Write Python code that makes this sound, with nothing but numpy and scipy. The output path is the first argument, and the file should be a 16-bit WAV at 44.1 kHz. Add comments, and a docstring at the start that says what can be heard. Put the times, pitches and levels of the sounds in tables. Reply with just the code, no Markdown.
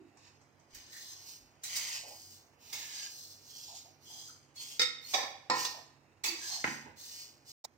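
"""Small, live kitchen: a hand works flour and crumbly dough on a wide steel plate.
Still air, a wavering hum and faint far sounds (filtered noise) lie behind; sound cuts out briefly near the end.
Fingertips drag on bare steel (sliding narrow noise). Knocks, thumps, digs and taps set off
clatter (decaying noise) and plate modes (decaying sines).
Strokes sweep through the flour: random slips convolved with the damped ring of the plate."""
import sys
import numpy as np
from scipy import signal
from scipy.fft import rfft, irfft
from scipy.io import wavfile
from scipy.ndimage import uniform_filter1d

SR = 44100
rng = np.random.default_rng(int(sys.argv[2]) if len(sys.argv) > 2 else 0)


def pcm_store(signal):
    """Save signal as 16-bit PCM."""
    levels = np.round(np.clip(np.atleast_2d(signal), -1, 1) * 32767)
    wavfile.write(sys.argv[1], SR, levels.astype(np.int16).T)


N = 342858

# microphone pair, likeness: (frequency [Hz], left-right correlation [0-1])
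LIKENESS = [(100, .94), (300, .8), (650, .65), (1300, .1), (4000, 0), (16000, 0)]
# microphone pair, balance: (frequency [Hz], left minus right [dB])
BALANCE = [(100, -7.5), (300, -6), (700, -5), (1300, -5), (2400, -3), (4400, -4.6), (8000, -2), (10000, -6),
           (15000, -12)]
SIDES = np.array([[0.5], [-0.5]])  # left and right share a difference equally
# silent break: (start [s], end [s])
BREAK_S = (7.519, 7.641)
BAND_LIMIT_HZ = 15850

# colour of still air: (frequency [Hz], relative density [dB])
AIR_COLOUR = [(15, -57.5), (25, -24.5), (82, -6.5), (123, -5), (179, -12), (241, -6), (654, -11), (749, -9),
              (1220, -14.5), (2460, -18), (3390, -48.5), (7630, -54), (8970, -37), (15800, -54)]
AIR_DB = -69
# appliance hum: (frequency [Hz], level before common trim and balance [dB])
HUM_PARTIALS = [(96.9, -75.5), (140.0, -76.5), (258.4, -84), (328.4, -80.5)]
# far sounds: (time [s], length [s], centre [Hz], width [Hz], level [dB])
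FAR_SOUNDS = [(-.005, 0.042, 323, 36, -56), (0.108, .11, 750, 63, -74), (0.727, .1, 55, 18, -71),
              (1.398, .12, 55, 15, -73), (2.029, 0.19, 716, 200, -58), (3.678, 0.14, 800, 134, -62),
              (3.845, 0.054, 720, 130, -67), (4.096, 0.18, 790, 124, -66.5), (4.281, .03, 1380, 98, -69),
              (5.738, 0.081, 760, 150, -56), (6.492, 0.19, 800, 83, -59), (6.854, 0.087, 896, 96, -60.5)]
# fingertips on bare steel: (time [s], length [s], start [Hz], end [Hz], width [Hz], level [dB])
DRAGS = [(0.912, 0.061, 1962, 1844, 350, -60.5), (1.77, 0.16, 2167, 1990, 400, -54.5),
         (2.755, 0.22, 1883, 1654, 155, -63), (2.958, .07, 4900, 4760, 500, -55),
         (2.979, 0.06, 1724, 1655, 90, -63.5), (3.487, 0.22, 3260, 3300, 277, -65.5),
         (4.046, 0.16, 3240, 3280, 278, -62), (4.554, 0.028, 4350, 4390, 89, -54.5),
         (4.559, 0.17, 3310, 3280, 222.6, -60.5), (5.03, 0.043, 4190, 4380, 110.3, -54),
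         (6.235, 0.046, 2560, 2580, 172, -45), (6.234, 0.038, 4580, 4640, 140.6, -46),
         (6.257, 0.058, 324, 336.4, 59.4, -55), (6.406, 0.058, 1650, 1680, 89, -58),
         (6.5, 0.047, 4320, 4340, 260, -48)]

# edges of the blow bands: (frequency [Hz])
BLOW_EDGES_HZ = [60, 190, 600, 1250, 3000, 5700, 8500, 16000]
# broad colour of the struck plate: (frequency [Hz], relative density [dB])
STEEL_COLOUR = [(60, 5), (140, -14.5), (260, 4), (430, 7), (620, -7.5), (900, -3), (1300, -8.5),
                (2100, 3.5), (2600, -2), (3100, -4), (3800, 8), (5200, 2.5), (7600, -5.5), (9300, -16.5),
                (12700, -17), (15000, -7.5)]
# plate modes, damped by the dough: (frequency [Hz], relative level [dB], T60 [s])
PLATE_MODES = [(142, -3, .8), (237, -5, .35), (331, -6, .5), (504, -1, .4), (727, -9, .35), (802, -6, .45),
               (880, -8, .4), (1010, 0, .5), (1050, -5, .45), (1302, -6, .5), (1389, -6, .45),
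               (1850, -2, .55), (1918, -5, .5), (2215, -6, .4), (2538, -8, .5), (3751, -7, .45),
               (4223, -8, .45), (4355, -9, .55), (4645, -6, .42), (4726, -7, .45), (5147, -9, .55),
               (5196, -6, .4), (5523, -10, .5), (6158, -9, .5), (7508, -6, .4)]
# partials favoured by each struck spot: name: (boost [dB], partials [Hz])
SPOTS = {"a": (14, [488, 1430, 2100, 3720, 4620, 5240]),
         "b": (8.8, [640, 780, 1080, 1750, 2200, 4700, 5850]),
         "c": (7.4, [300, 500, 1010, 1180, 1850, 4370, 5170]), "d": (8.3, [760, 1100])}
# spot under the thumps: (boost [dB], partials [Hz])
THUMP_SPOT = (8.2, [150, 242, 1480, 1640, 2030])
# spot with no favoured partial: (boost [dB], partials [Hz])
NO_SPOT = (0, [])
# spectrum of each kind of blow: (relative level in each blow band [dB])
KNOCK_BANDS_DB = [-30.5, -18, -12, -6, -1.5, -6, -19]
THUMP_BANDS_DB = [8, 12.5, 13.5, 19.5, -7, -6, -23]
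DIG_BANDS_DB = [-36, -26, -16, -4.5, -2.5, 1, -2.5]
TAP_BANDS_DB = [-5, -14, 1, -6, -23, 0.5, -26]
# fraction of low thud and of mid clang added to each blow band: (share [0-1])
THUD_SHARE = np.array(np.array([1, .4, 0, 0, 0, 0, 0]))
CLANG_SHARE = np.array(np.array([0, 0, 1, 0, 0, 0, 0]))
# hard knocks on the plate, the first two as a cup is set down on its rim: (time [s], rise [s], clatter T60 [s],
# room tail [dB], ring [dB], # level [dB], brightness [dB/octave], thud [dB], clang [dB], spot name)
KNOCKS = [(4.794, 0.002, 0.2, -13.5, -5, -32, -1, -1.5, -11, "a"),
          (4.816, 0.0023, 0.14, -10, -15.5, -33.5, 0.5, 0.5, -11, "a"),
          (5.134, 0.01, 0.089, -3.5, -9.5, -33, -1, -9.5, 7.5, "b"),
          (5.222, 0.012, 0.19, -31, -17, -51, -2.5, 2.5, 9, "b"),
          (5.4986, 0.0023, 0.049, -7, -0.5, -36.5, -4.5, -3, 7, "c"),
          (5.647, 0.0054, 0.097, -10.5, -6, -40, 2.5, 12, 4.5, "c"),
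          (7.64, 0.011, .023, -53, -46, -53.5, 8, 26, 30.5, "d")]
# hand thumps through dough: (time [s], rise [s], clatter T60 [s], room tail [dB],
# level [dB], brightness [dB/octave], thud [dB])
THUMPS = [(6.6415, 0.0017, 0.036, -13, -52.5, 1.5, -0.5), (6.674, 0.0022, 0.082, -8, -64, -0.5, 2),
          (6.858, .004, 0.25, -8, -87.5, -4, 6.5)]
# fingertips dig in and meet steel: (time [s], rise [s], clatter T60 [s], room tail [dB],
# level [dB], brightness [dB/octave])
DIGS = [(.743, 0.0069, .1, -3, -61.5, 2.5), (1.633, .0067, 0.18, 2, -50.5, 1.5),
        (1.752, 0.015, 0.2, -7, -45, 2), (2.725, 0.0064, .1, 5, -47.5, -1),
        (4.556, .005, .15, -1, -68.5, 0.5), (6.236, 0.0056, 0.18, 6, -41.5, -2),
        (6.256, .0045, .067, 0, -49.5, 5)]
# light taps on steel: (time [s], level [dB])
TAPS = [(.17, -70.5), (.412, -75), (.595, -77.5)]
TAP_RISE_S, TAP_T60_S, TAP_TAIL_DB = 0.0033, 0.14, -3
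THUMP_RING_DB, DIG_RING_DB, TAP_RING_DB = -10, -17, -22
TILT_PIVOT_HZ, TILT_FLOOR_HZ = 4000, 400

# edges of scrape, hiss and fizz: (frequency [Hz])
SWEEP_EDGES_HZ = [500, 2900, 8500, 16000]
# colour of sweeping: (frequency [Hz], relative density [dB])
FLOUR_COLOUR = [(300, -25.5), (650, -27), (950, -14.5), (1360, -25), (1750, -15), (2300, -12.5),
                (3050, -12), (4200, 1.5), (5900, 3.5), (8500, -6.5), (10000, -15.5), (12700, -15.5),
                (15000, -5.5), (16000, -11)]
# floor of scrape, hiss and fizz between strokes: (level [dB])
RESTING_DB = [-81, -82.5, -92.5]
# finger strokes: (start [s], rise [s], length [s], steel scrape [dB], flour hiss [dB], finest fizz [dB])
STROKES = [(0.136, 0.15, 0.12, -65, -62.0, -83), (0.675, 0.089, 0.57, -65.9, -60.5, -73),
           (0.885, 0.058, 0.23, -68, -51.5, -59.5), (1.148, 0.17, 0.15, -65.5, -51, -57),
           (1.61, 0.12, 0.37, -52, -44.5, -51), (2.039, 0.039, 0.31, -100, -58.5, -61.5),
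           (2.569, 0.23, 0.31, -57.0, -49, -54.5), (2.846, 0.11, 0.2, -57.6, -46, -58),
           (3.069, 0.053, 0.24, -81, -54, -60.5), (3.339, 0.23, 0.45, -74.5, -53, -60.5),
           (3.988, 0.13, 0.3, -69.5, -53.5, -61), (4.536, 0.078, 0.19, -63.5, -51.5, -55.5),
           (4.999, 0.16, 0.14, -57, -45.5, -48.5), (5.505, 0.097, 0.13, -49, -40, -50.5),
           (6.33, 0.13, 0.23, -53, -42, -54.0), (6.614, 0.038, 0.12, -71, -50.5, -61.7),
           (6.954, 0.049, 0.27, -67.5, -51, -58), (7.439, 0.058, 0.058, -76, -53.5, -61.1)]
# fade of scrape, hiss and fizz; loose flour that fizzes is soon pushed aside:
# (sag from the start [dB/s], further release after the length [dB/s])
STROKE_FADES = [(1, 110.5), (1, 122.5), (11, 126)]
PRESS_EXPONENT = 1.48  # pressure amplitude against rise fraction


def gain_of(db):
    """Decibels to amplitude."""
    return 10 ** (np.asarray(db) / 20)


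def read(points, hz):
    """Table joined by straight lines on a log-frequency axis."""
    f, value = np.transpose(points)
    return np.interp(np.log(hz + 1), np.log(f + 1), value)


def bins(x):
    """Frequencies of the spectrum of x, Hz."""
    return np.fft.rfftfreq(x.shape[-1], 1 / SR)


def shaped(x, gain):
    """Filter x by a gain for each frequency."""
    return irfft(rfft(x) * gain, x.shape[-1])


def band(x, lo_hz, hi_hz):
    """One band of x, with soft edges."""
    hz = bins(x) + 1
    highpass_power = 1 + (lo_hz / hz) ** 20
    lowpass_power = 1 + (hz / hi_hz) ** 20
    return shaped(x, 1 / np.sqrt(highpass_power * lowpass_power))


def evened(pair, count=None):
    """Scale a stereo pair so that the first count samples of its mid have rms 1."""
    return pair / np.sqrt(np.mean(pair.mean(0)[:count] ** 2) + 1e-20)


def add(mix, start_s, sound):
    """Mix a stereo sound in at start_s."""
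    part = mix[:, max(round(start_s * SR), 0):][:, :sound.shape[1]]
    part += sound[:, :part.shape[1]]


def diffuse(size):
    """Noise at two microphones: alike in the bass, unrelated in the treble, louder on the right."""
    a, b = rng.standard_normal((2, size))
    hz = bins(a)
    same = np.clip(read(LIKENESS, hz), -1, 1)
    other = shaped(a, same) + shaped(b, np.sqrt(1 - same ** 2))
    return shaped(np.array([a, other]), gain_of(SIDES * read(BALANCE, hz)))


def waver(knots_per_s):
    """Random curve: straight lines between unit normal knots."""
    knots = rng.standard_normal(int(N / SR * knots_per_s) + 2)
    return np.interp(np.arange(N) / SR * knots_per_s, np.arange(len(knots)), knots)


def kitchen(hum_trim_db=-1.5, hum_waver_db=3, phase_drift_turns=0.16, resume_db=-3):
    """Still air as coloured noise, appliance hum as wavering sines; both quieter after the break."""
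    t = np.arange(N) / SR
    air = diffuse(N)
    air = gain_of(AIR_DB) * evened(shaped(air, gain_of(read(AIR_COLOUR, bins(air)))))
    hum = np.zeros(N)
    for hz, db in HUM_PARTIALS:
        level = gain_of(db + hum_trim_db + hum_waver_db * waver(7.8))
        turns = hz * t + phase_drift_turns * waver(8)
        hum += level * np.sin(2 * np.pi * turns)
    balance = gain_of([[-4.5], [3]])
    return (air + np.sqrt(2) * hum * balance) * gain_of(resume_db * (t > BREAK_S[1]))


def far_sound(length_s, centre_hz, width_hz, db, room_t60_s=0.31):
    """Dull, narrow noise, smeared by the house on its way; it dies away from half its length."""
    t = np.arange(16384) / SR
    noise = diffuse(len(t))
    tone = shaped(noise, 1 / (1 + ((bins(noise) - centre_hz) / (1.33 * width_hz)) ** 4))
    decay = gain_of(-60 * np.maximum(t - length_s / 2, 0) / room_t60_s)
    swell = np.minimum(t / 0.0095, 1) * decay
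    return gain_of(db) * evened(tone * swell, int(abs(length_s) * SR * 0.33) + 1)


def drag(length_s, start_hz, end_hz, width_hz, db, room_t60_s=0.46):
    """Fingertip sticks and slips on bare steel: a breathy whistle that slides with the stroke."""
    t = np.arange(32768) / SR
    noise = diffuse(len(t))
    tone = shaped(noise, 1 / (1 + (2 * (bins(noise) - start_hz) / width_hz) ** 2))
    shift_hz = np.interp(t, [0, length_s], [0, end_hz - start_hz])
    slide_turns = np.cumsum(shift_hz) / SR
    tone = (signal.hilbert(tone) * np.exp(2j * np.pi * slide_turns)).real
    decay = gain_of(-60 * np.maximum(t - length_s, 0) / room_t60_s)
    swell = np.minimum(t / 0.026, 1) * decay
    return gain_of(db) * evened(tone * swell, int(abs(length_s) * SR) + 1)


def accent(spot, hz, width_hz=65):
    """Boost in dB at hz from the struck spot's partials; width_hz holds at 1 kHz and grows with pitch."""
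    boost_db, partials_hz = spot
    return sum(boost_db * np.exp(-((hz - centre) / width_hz) ** 2 / (centre / 1000))
               for centre in partials_hz)


def brightened(spectrum_db, db_per_octave):
    """A harder contact tilts the spectrum of a blow towards the treble."""
    edges_hz = np.array(BLOW_EDGES_HZ)
    centres_hz = np.maximum(np.sqrt(edges_hz[:-1] * edges_hz[1:]), TILT_FLOOR_HZ)
    return np.array(spectrum_db) + db_per_octave * np.log2(centres_hz / TILT_PIVOT_HZ)


def mode(t, age, hz, level_db, t60_s):
    """One plate mode: a decaying sine, out of step at the two microphones when high."""
    phase = 2 * np.pi * rng.random() + SIDES * np.arccos(read(LIKENESS, hz))
    side_db = level_db + SIDES * read(BALANCE, hz)
    return np.sqrt(2) * gain_of(side_db - 60 * age / t60_s) * np.sin(2 * np.pi * hz * t + phase)


def blow(spot, rise_s, clatter_t60_s, tail_db, ring_db, band_db, modes_db=-3.0, crack=1.1,
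         crack_s=0.0021, uneven_db=5.5, spot_share=0.25):
    """A crack, a short dense clatter of steel, the room's tail, and the plate's modes ringing on."""
    t = np.arange(32768) / SR
    steel = diffuse(len(t))
    hz = bins(steel)
    # dense upper modes bunch into clusters, different for each blow
    clusters = rng.standard_normal(200)
    clusters_db = uneven_db * np.interp(hz, np.linspace(0, SR / 2, len(clusters)), clusters)
    steel = shaped(steel, gain_of(read(STEEL_COLOUR, hz) + accent(spot, hz) + clusters_db))
    attack = np.minimum(t / max(rise_s, 1e-4), 1)
    age = np.maximum(t - rise_s, 0)
    # a slow rise weakens the crack
    clatter = gain_of(-60 * age / clatter_t60_s) + crack * np.exp(-(age + rise_s) / crack_s)
    out = np.zeros_like(steel)
    for lo, hi, db in zip(BLOW_EDGES_HZ, BLOW_EDGES_HZ[1:], band_db):
        room_t60_s = np.interp(lo, [1000, 8500], [0.63, 0.31])
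        tail = gain_of(tail_db - 60 * age / room_t60_s)
        part = evened(band(steel, lo, hi)) * np.hypot(clatter, tail)
        for mode_hz, mode_db, mode_t60_s in PLATE_MODES:
            if lo <= mode_hz < hi:
                level_db = modes_db + ring_db + mode_db + spot_share * accent(spot, mode_hz)
                part += mode(t, age, mode_hz, level_db, mode_t60_s)
        out += gain_of(db) * evened(part * attack, 1323)  # level set over the first 30 ms
    return out


def blows(lowest_hz=88):
    """Knocks, thumps, digs and taps set off one plate, too small to radiate deep bass."""
    out = np.zeros((2, N))
    for s, rise_s, t60_s, tail_db, ring_db, db, tilt, thud_db, clang_db, spot in KNOCKS:
        band_db = db + brightened(KNOCK_BANDS_DB, tilt) + thud_db * THUD_SHARE + clang_db * CLANG_SHARE
        add(out, s, blow(SPOTS[spot], rise_s, t60_s, tail_db, ring_db, band_db))
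    for s, rise_s, t60_s, tail_db, db, tilt, thud_db in THUMPS:
        band_db = db + brightened(THUMP_BANDS_DB, tilt) + thud_db * THUD_SHARE
        add(out, s, blow(THUMP_SPOT, rise_s, t60_s, tail_db, THUMP_RING_DB, band_db))
    for s, rise_s, t60_s, tail_db, db, tilt in DIGS:
        band_db = db + brightened(DIG_BANDS_DB, tilt)
        add(out, s, blow(NO_SPOT, rise_s, t60_s, tail_db, DIG_RING_DB, band_db))
    for s, db in TAPS:
        band_db = db + np.array(TAP_BANDS_DB)
        add(out, s, blow(NO_SPOT, TAP_RISE_S, TAP_T60_S, TAP_TAIL_DB, TAP_RING_DB, band_db))
    highpass = signal.butter(4, lowest_hz, "highpass", fs=SR, output="sos")
    return signal.sosfilt(highpass, out)


def pressing(t, levels_db, sag_db_per_s, release_db_per_s):
    """Strength of one layer of the strokes: each builds up, sags, and dies away."""
    power = np.zeros(len(t))
    for (start_s, rise_s, length_s, *_), db in zip(STROKES, levels_db):
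        age = np.maximum(t - start_s, 0)
        fade_db = sag_db_per_s * age + release_db_per_s * np.maximum(age - length_s, 0)
        build = np.minimum(age / rise_s, 1) ** PRESS_EXPONENT
        power += (build * gain_of(db - fade_db)) ** 2
    return np.sqrt(power)


def crumb_slips(crumbs_per_s=2500, crumb_db=-1.0, powder=0.27, stutter_db=-0.7):
    """Sparse crumb slips over a steady powder noise, as the fingers stick and slide."""
    size = gain_of(crumb_db * np.minimum(rng.exponential(1, N), 5))
    crumbs = size * (rng.random(N) < crumbs_per_s / SR)
    return rng.standard_normal(N) * (powder + crumbs) * gain_of(stutter_db * waver(58))


def sweeping(plate_t60_s=0.055, contact_s=0.00079, contact_gain=1 / 0.56, moves_per_s=4, spots=6):
    """Crumbs slip under the fingers; each slip sets off the dense, quickly damped ring of the plate."""
    t = np.arange(N) / SR
    slips = crumb_slips()
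    age = t[:4096]
    decay = gain_of(-60 * age / plate_t60_s) + contact_gain * np.exp(-age / contact_s)
    # the hand wanders over several spots; each rings in its own way
    nearness = np.exp(2 * np.array([waver(moves_per_s) for _ in range(spots)]))
    nearness /= np.linalg.norm(nearness, axis=0)
    sound = np.zeros((2, N))
    for near in nearness:
        ring = evened(diffuse(len(age)) * decay)
        sound += signal.oaconvolve((slips * near)[None], ring, axes=1)[:, :N]
    sound = shaped(sound, gain_of(read(FLOUR_COLOUR, bins(sound))))
    frames = t[::64]
    working = frames < BREAK_S[1]  # no stroke carries on past the break
    out = np.zeros((2, N))
    layers = zip(SWEEP_EDGES_HZ, SWEEP_EDGES_HZ[1:], np.transpose(STROKES)[3:], STROKE_FADES, RESTING_DB)
    for lo, hi, levels_db, fade, rest_db in layers:
        level = np.hypot(working * pressing(frames, levels_db, *fade), gain_of(rest_db))
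        out += evened(band(sound, lo, hi)) * np.interp(t, frames, level)
    return out


def scene():
    """The hand on the plate, over the sounds of the house."""
    mix = kitchen()
    for s, *sound in FAR_SOUNDS:
        add(mix, s, far_sound(*sound))
    for s, *stroke in DRAGS:
        add(mix, s, drag(*stroke))
    return mix + blows() + sweeping()


def record(dry):
    """Sound cuts out for a moment; then the band limit."""
    t = np.arange(N) / SR
    outside = (t < BREAK_S[0]) | (t > BREAK_S[1])
    live = uniform_filter1d(1.0 * outside, size=64)
    lowpass = signal.firwin(401, BAND_LIMIT_HZ, window=("kaiser", 9), fs=SR)
    return signal.oaconvolve(dry * live, lowpass[None], "same")


dry = scene()
out = record(dry)
pcm_store(out)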